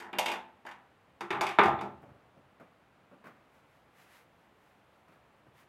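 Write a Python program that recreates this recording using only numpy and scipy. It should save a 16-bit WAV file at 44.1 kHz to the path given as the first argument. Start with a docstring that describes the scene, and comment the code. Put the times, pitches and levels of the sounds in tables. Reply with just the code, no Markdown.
"""Metal scissors are put down on a wooden table in a small quiet room: they touch, rock and drop flat.
Each contact rings modes of the wood (thud, knock) and of the steel (clank, tick), and the table
booms under the weight. Then fingers tap the wood lightly, and pieces of felt slide across it,
hissing as their fibres catch and let go. Soft room noise lies underneath."""
import sys
import numpy as np
from scipy import signal
from scipy.fft import rfft, irfft, next_fast_len
from scipy.io import wavfile

SR = 44100
rng = np.random.default_rng(int(sys.argv[2]) if len(sys.argv) > 2 else 0)


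def inscribe(sig):
    """Save sig as 16-bit PCM at rate SR to the path in sys.argv[1].

    A 1-D sig is mono; a 2-D sig holds one channel per row.
    Samples are clipped to [-1, 1] before scaling.
    """
    pcm = np.round(np.clip(np.atleast_2d(sig).T, -1, 1) * 32767)
    wavfile.write(sys.argv[1], SR, pcm.astype(np.int16))


N = 250532
RING_S = np.arange(int(.7 * SR)) / SR  # time since a contact


def from_db(db):
    """Decibels to gain."""
    return 10 ** (np.asarray(db) / 20)


def unit_rms(x):
    """Scale to unit rms."""
    return x / np.sqrt(np.mean(x ** 2) + 1e-20)


def unit_attack(x):
    """Scale to unit rms over the first 30 ms."""
    return x / np.sqrt(np.mean(x[:int(.03 * SR)] ** 2) + 1e-20)


def decay(t60_s):
    """Exponential decay after a contact."""
    return np.exp(-np.log(1000) * RING_S / t60_s)


def shaped(x, spectrum):
    """Minimum-phase filter through (f/Hz, level/dB) points."""
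    length = x.shape[-1]
    size = 2 * next_fast_len(length // 2 + 2048)
    hz, db = np.transpose(spectrum)
    grid_hz = np.maximum(np.arange(size // 2 + 1) * SR / size, 1)
    gain = from_db(np.interp(np.log(grid_hz), np.log(hz), db))
    cepstrum = irfft(np.log(gain))
    cepstrum[1:size // 2] *= 2
    cepstrum[size // 2 + 1:] = 0
    return irfft(rfft(x, size) * np.exp(rfft(cepstrum)))[..., :length]


def placed(sounds, times_s, levels_db):
    """Mix contacts at their times and attack levels."""
    out = np.zeros(N)
    for sound, t_s, level_db in zip(sounds, times_s, levels_db):
        at = int(t_s * SR)
        out[at:at + len(sound)] += from_db(level_db) * unit_attack(sound)[:N - at]
    return out


# room noise spectrum: f/Hz, level/dB
ROOM_SPECTRUM = [(12, -49), (20, -23.5), (43, -17.5), (60, -5), (146, -2.5), (270, -5), (319, -5.5),
                 (422, -6), (472, -5), (759, -4.5), (1220, -8), (2820, -17), (5530, -32), (11100, -36),
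                 (16000, -40)]


def room_tone(level_db=-65):
    """Steady soft noise of the room."""
    return from_db(level_db) * unit_rms(shaped(rng.standard_normal(N), ROOM_SPECTRUM))


def chatter(gap_s=.0022, loss_db=1.5, count=6):
    """A hard contact is a quick run of weakening micro-bounces; unit energy."""
    gaps_s = gap_s * rng.uniform(.6, 1.4, count)
    onsets = ((np.cumsum(gaps_s) - gaps_s[0]) * SR).astype(int)
    clicks = np.zeros(len(RING_S))
    clicks[onsets] = from_db(-loss_db * np.arange(count) + rng.normal(0, 5.4, count))
    return clicks / np.linalg.norm(clicks)


def impacts(times_s, spectrum, body_t60_s, room_t60_s, room_db, direct_db, wall_cut_hz=10000):
    """One row per contact: direct chatter, dense short-lived modes and the room's duller tail."""
    common = rng.standard_normal(len(RING_S))
    per_contact = rng.standard_normal((len(times_s), len(RING_S)))
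    noise = (common + per_contact) / np.sqrt(2)
    pole = np.exp(-2 * np.pi * wall_cut_hz / SR)
    reflected = signal.lfilter([1 - pole], [1, -pole], noise[:, ::-1])
    diffuse = noise * decay(body_t60_s) + reflected * from_db(room_db) * decay(room_t60_s)
    diffuse /= np.linalg.norm(diffuse, axis=1, keepdims=True)
    direct = np.array([chatter() for _ in times_s])
    return shaped(diffuse + from_db(direct_db) * direct, spectrum)


def with_modes(sounds, times_s, modes, modes_db, spread_db, t60_scale=1, second_spot_s=1.1):
    """Add clear modes; the spot struck sets their drive, neighbours in opposite directions."""
    hz, first_db, second_db, t60_s = np.transpose(modes)
    sines = np.sin(2 * np.pi * hz[:, None] * RING_S) * decay(t60_scale * t60_s[:, None])
    spot_db = np.where(times_s[:, None] < second_spot_s, first_db, second_db)
    drive = from_db(spot_db + spread_db * rng.standard_normal(spot_db.shape))
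    rings = (drive * (-1) ** np.arange(len(hz))) @ sines
    return [unit_attack(x) + from_db(modes_db) * unit_attack(ring) for x, ring in zip(sounds, rings)]


def hardened(sounds, hardness_db_oct):
    """A hard, short contact favours high modes, a soft one low modes."""
    return [shaped(x, [(550, -tilt), (2200, tilt)]) for x, tilt in zip(sounds, hardness_db_oct)]


# dense tabletop response: f/Hz, level/dB
THUD_SPECTRUM = [(50, -38), (110, -17), (165, -20.5), (200, 1), (255, -17.5), (345, 5), (410, -2),
                 (520, -12), (900, -29.5), (3000, -70)]
KNOCK_SPECTRUM = [(200, -35), (480, -20), (620, -4), (820, 5), (1200, -4), (1600, -4), (1950, -6.5),
                  (2600, -24), (6000, -66)]
# low and high tabletop modes: f/Hz, level at spot 1/dB, level at spot 2/dB, t60/s
THUD_MODES = [(131.6, -20, -24, .5), (196.8, -8, -13.5, 0.69), (210.8, -22, -9, 0.29),
              (250, -7.5, -17.5, 0.66), (294.6, -13.5, -9, 0.24), (342.1, -7, -2.5, 0.31),
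              (352.7, -11, -1.5, 0.28), (370.6, -14.5, -9, 0.39), (388, -16.5, 0, 0.37),
              (405.5, -23, 2, 0.3), (446.7, 1.5, -12, 0.3)]
KNOCK_MODES = [(521, -3, -28, .35), (566, -14, -15, .45), (603, 0, -16, .4), (668, -6, -14, .45),
               (698, -3, -10, .45), (758, -7, -2, .5), (792, -2, 0, .55), (824, -7, -6, .45),
               (857, -7, 0, .5), (887, -2, -6, .5), (968, 0, -9, .5), (992, -3, -10, .45),
               (1041, -7, -5, .45), (1060, -14, 2, .45), (1111, -11, -9, .45), (1158, -10, 4, .38),
               (1209, -12, 2, .42), (1294, -10, -1, .36), (1343, -16, 0, .34), (1480, -16, -7, .35),
               (1526, -12, -6, .38), (1649, -15, -11, .25)]


def tabletop(t_s, thud_db, knock_db, hardness_db_oct):
    """Struck wood rings with a low thud and a higher knock."""
    thud = impacts(t_s, THUD_SPECTRUM, body_t60_s=.17, room_t60_s=.51, room_db=-7.5, direct_db=-7)
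    thud = with_modes(thud, t_s, THUD_MODES, modes_db=-2, spread_db=6)
    knock = impacts(t_s, KNOCK_SPECTRUM, body_t60_s=.2, room_t60_s=.46, room_db=-5.5, direct_db=-4.5)
    knock = with_modes(knock, t_s, KNOCK_MODES, modes_db=-5, spread_db=3)
    return placed(thud, t_s, thud_db) + placed(hardened(knock, hardness_db_oct), t_s, knock_db)


def brightened(ticks, levels_db, above_db=-53.5, db_per_db=.27):
    """A stronger touch of steel on steel is shorter and reaches higher."""
    lifts_db = db_per_db * np.maximum(levels_db - above_db, 0)
    return [shaped(tick, [(6000, 0), (13000, lift)]) for tick, lift in zip(ticks, lifts_db)]


# dense blade response, the tick also used for fingernails: f/Hz, level/dB
CLANK_SPECTRUM = [(800, -41.5), (1700, -9.5), (2200, -1), (2600, -1), (3100, -8), (3600, -6.5), (4100, -17),
                  (6000, -48), (12000, -71)]
TICK_SPECTRUM = [(1500, -32), (3500, -1.5), (4700, 7.5), (5700, 4.5), (6800, 2.5), (9000, -2.5),
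                 (11800, -3.5), (12900, -9), (13700, -16), (16000, -26.5)]
# low and high blade modes: f/Hz, level at spot 1/dB, level at spot 2/dB, undamped t60/s
CLANK_MODES = [(2120, -2, -8.5, .27), (2163, -11, 1.5, .3), (2240, -11, -7.5, .22), (2334, -1, -0.5, .2),
               (2355, -1, -2, .22), (2440, 3, -6, .26), (2565, -2, -3, .24), (2697, 0, -13, 0.26),
               (2790, 7, -13.5, .28), (2876, -3, -16, .26), (2985, 3, -18, .24), (3180, 5, -16, .25),
               (3500, -3, -5, .25), (3710, -3, -8.5, 0.19)]
TICK_MODES = [(4720, 0, 7.5, .25), (4760, -17, -4, 0.2), (4840, 3, 9.5, 0.22), (5580, -2.5, 3, 0.235),
              (5809, -3.5, 1, .3), (6730, 0, 0.5, 0.21), (6820, 0, -22, .22), (8330, 0.5, -1.5, 0.27),
              (9650, -7, -9, .16), (12400, -2.5, -14.5, .15), (12930, 2, -11.5, .16),
              (13400, -3, -4.5, 0.17)]


def blades(t_s, clank_db, tick_db):
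    """Struck steel clanks and ticks; the hand's damping scales its ring times down."""
    clank = impacts(t_s, CLANK_SPECTRUM, body_t60_s=.092, room_t60_s=.36, room_db=7, direct_db=.5)
    clank = with_modes(clank, t_s, CLANK_MODES, modes_db=-1.5, spread_db=3.5, t60_scale=.59)
    tick = impacts(t_s, TICK_SPECTRUM, body_t60_s=.037, room_t60_s=.23, room_db=-2, direct_db=-3)
    tick = with_modes(tick, t_s, TICK_MODES, modes_db=-4, spread_db=2, t60_scale=.4)
    return placed(clank, t_s, clank_db) + placed(brightened(tick, tick_db), t_s, tick_db)


# scissor strikes: t/s, knock/dB, hardness/(dB/oct), thud/dB, clank/dB, tick/dB, rebound count,
# first rebound's knock re strike/dB
STRIKES = [(.001, -49, 7, -55.5, -56, -61, 4, -1.5), (.1298, -42.5, 4.5, -47, -47.5, -68, 2, -5.5),
           (.1853, -30, -7, -47.5, -32, -38.5, 2, -12), (.2587, -40, 1, -47.5, -35, -46, 2, 0),
           (.316, -40, 2.5, -50, -41.5, -50.5, 2, -3.5), (.651, -49.5, -2.5, -59.5, -67, -78, 0, 0),
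           (.665, -46.5, 8.5, -74, -57, -64.5, 1, -1), (.712, -52.5, 2.5, -66.5, -57, -69, 0, 0),
           (1.2079, -39.5, 3, -46, -48, -57, 0, 0), (1.3053, -34.5, 3, -36, -37.5, -54.5, 3, -4),
           (1.4099, -29.5, -2.5, -37.5, -36, -44, 1, -4.5), (1.4668, -43, 3.5, -50, -38, -50, 2, 0),
           (1.5868, -17.5, 0, -26, -27, -53.5, 1, -9.5), (1.634, -31.5, 0, -39.5, -40.5, -53, 1, 4),
           (1.681, -27, -9, -38.5, -48, -65, 2, -9.5), (1.7897, -61, -7, -47, -51.5, -78, 0, 0),
           (1.8107, -38.5, -7.5, -40.5, -51.5, -62, 2, -6)]


def scissors():
    """The scissors strike and rock: rebounds tend to come sooner, weaker and softer."""
    gap_s, gap_ratio, gap_jitter = .0225, .93, .06
    loss_db, softening_db_oct = .5, 1.6  # per rebound
    thud_loss_db, clank_loss_db, tick_loss_db = 1.5, 5.5, 6  # extra per rebound: the knock lasts longest
    contacts = []
    for t_s, knock_db, hardness_db_oct, thud_db, clank_db, tick_db, rebounds, rebound_db in STRIKES:
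        for k in range(rebounds + 1):
            change_db = rebound_db - loss_db * (k - 1) if k else 0
            contacts.append((t_s, knock_db + change_db, hardness_db_oct - softening_db_oct * k,
                             thud_db + change_db - thud_loss_db * k,
                             clank_db + change_db - clank_loss_db * k,
                             tick_db + change_db - tick_loss_db * k))
            t_s += gap_s * gap_ratio ** k * (1 + gap_jitter * rng.standard_normal())
    t_s, knock_db, hardness_db_oct, thud_db, clank_db, tick_db = np.transpose(contacts)
    return tabletop(t_s, thud_db, knock_db, hardness_db_oct) + blades(t_s, clank_db, tick_db)


# weight landing on the table: t/s, level/dB
LANDINGS = [(1.305, -55), (1.588, -58), (1.645, -42.5), (1.816, -60), (2.02, -61.5), (2.368, -68),
            (5.47, -64)]
# whole-table response: f/Hz, level/dB
BOOM_SPECTRUM = [(30, -42.5), (52, -29.5), (68, 0), (95, -3), (135, 3.5), (175, -3.5), (400, -50.5)]


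def table_booms():
    """The whole table gives a little under a weight and booms."""
    t_s, level_db = np.transpose(LANDINGS)
    booms = impacts(t_s, BOOM_SPECTRUM, body_t60_s=.17, room_t60_s=.85, room_db=2.5, direct_db=-1)
    return placed(booms, t_s, level_db)


# hand touches: t/s, level/dB, hardness/(dB/oct), finger gap/s, step per finger/dB
TOUCHES = [(2.03, -53.5, -6, 0.059, -4.5), (2.366, -61, -10.5, 0.013, -12.5), (2.599, -55.5, -2, .012, -6),
           (3.113, -58.5, -4, 0.014, -4), (3.241, -55.5, 0, .0145, 2), (5.082, -61, -0.5, 0.039, -3.5),
           (5.466, -64.5, -4, 0.019, -11.5)]
# wood under a fingertip: f/Hz, level/dB
TAP_SPECTRUM = [(60, -26), (140, -1), (260, 1.5), (370, -5.5), (470, -3.5), (620, -0.5), (900, -7),
                (1200, -3.5), (1700, -9.5), (2300, -13), (3500, -27.5), (7000, -37)]


def fingers(count=3):
    """Fingers land in turn; flesh damps the wood to a dull tap, and the nail clicks faintly."""
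    contacts = [(t_s + gap_s * k, level_db + step_db * k, hardness_db_oct)
                for t_s, level_db, hardness_db_oct, gap_s, step_db in TOUCHES for k in range(count)]
    t_s, level_db, hardness_db_oct = np.transpose(contacts)
    taps = impacts(t_s, TAP_SPECTRUM, body_t60_s=.2, room_t60_s=1, room_db=-13.5, direct_db=-9)
    nails = impacts(t_s, TICK_SPECTRUM, body_t60_s=.055, room_t60_s=.18, room_db=-29, direct_db=-10)
    nail_db = level_db - 29 + 2.8 * hardness_db_oct
    return placed(hardened(taps, hardness_db_oct), t_s, level_db) + placed(nails, t_s, nail_db)


# felt strokes: peak t/s, length/s, level/dB
FELT_STROKES = [(3.564, .12, -75), (3.74, .16, -78), (4.009, .13, -64), (4.154, 0.17, -62),
                (4.423, 0.15, -83), (4.675, 0.21, -77.5), (4.957, 0.15, -83), (5.136, 0.083, -78),
                (5.599, .12, -65)]
# friction of felt on wood: f/Hz, level/dB
FELT_SPECTRUM = [(200, -13), (900, 5.5), (2000, 9), (3200, 0.5), (5000, -5.5), (9000, -9), (12500, -6.5),
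                 (14500, -13), (16000, -11)]


def felt(handling_from_s=3.4, handling_to_s=5.4, handling_db=-84):
    """Fibres catch and let go: hiss follows each stroke's speed, over a faint rustle of handling."""
    t_s = np.arange(N) / SR
    strokes = sum(from_db(level_db) * np.exp(-2 * np.pi * ((t_s - peak_s) / length_s) ** 2)
                  for peak_s, length_s, level_db in FELT_STROKES)
    handling = from_db(handling_db) * ((t_s > handling_from_s) & (t_s < handling_to_s))
    fibres = rng.standard_normal(N) * from_db(2.6 * rng.standard_normal(N))
    return (strokes + handling) * unit_rms(shaped(fibres, FELT_SPECTRUM))


def scene():
    """Scissors, fingers and felt on one table, close by, in mono."""
    table = scissors() + table_booms() + fingers()
    # the tabletop radiates little below its lowest mode
    highpass = signal.butter(3, 62, "high", fs=SR, output="sos")
    return (room_tone() + signal.sosfilt(highpass, table) + felt())[None]


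def record(dry, cutoff_hz=15800):
    """Steep low-pass on the top treble."""
    return signal.sosfilt(signal.ellip(10, .1, 70, cutoff_hz, fs=SR, output="sos"), dry)


dry = scene()
out = record(dry)
inscribe(out)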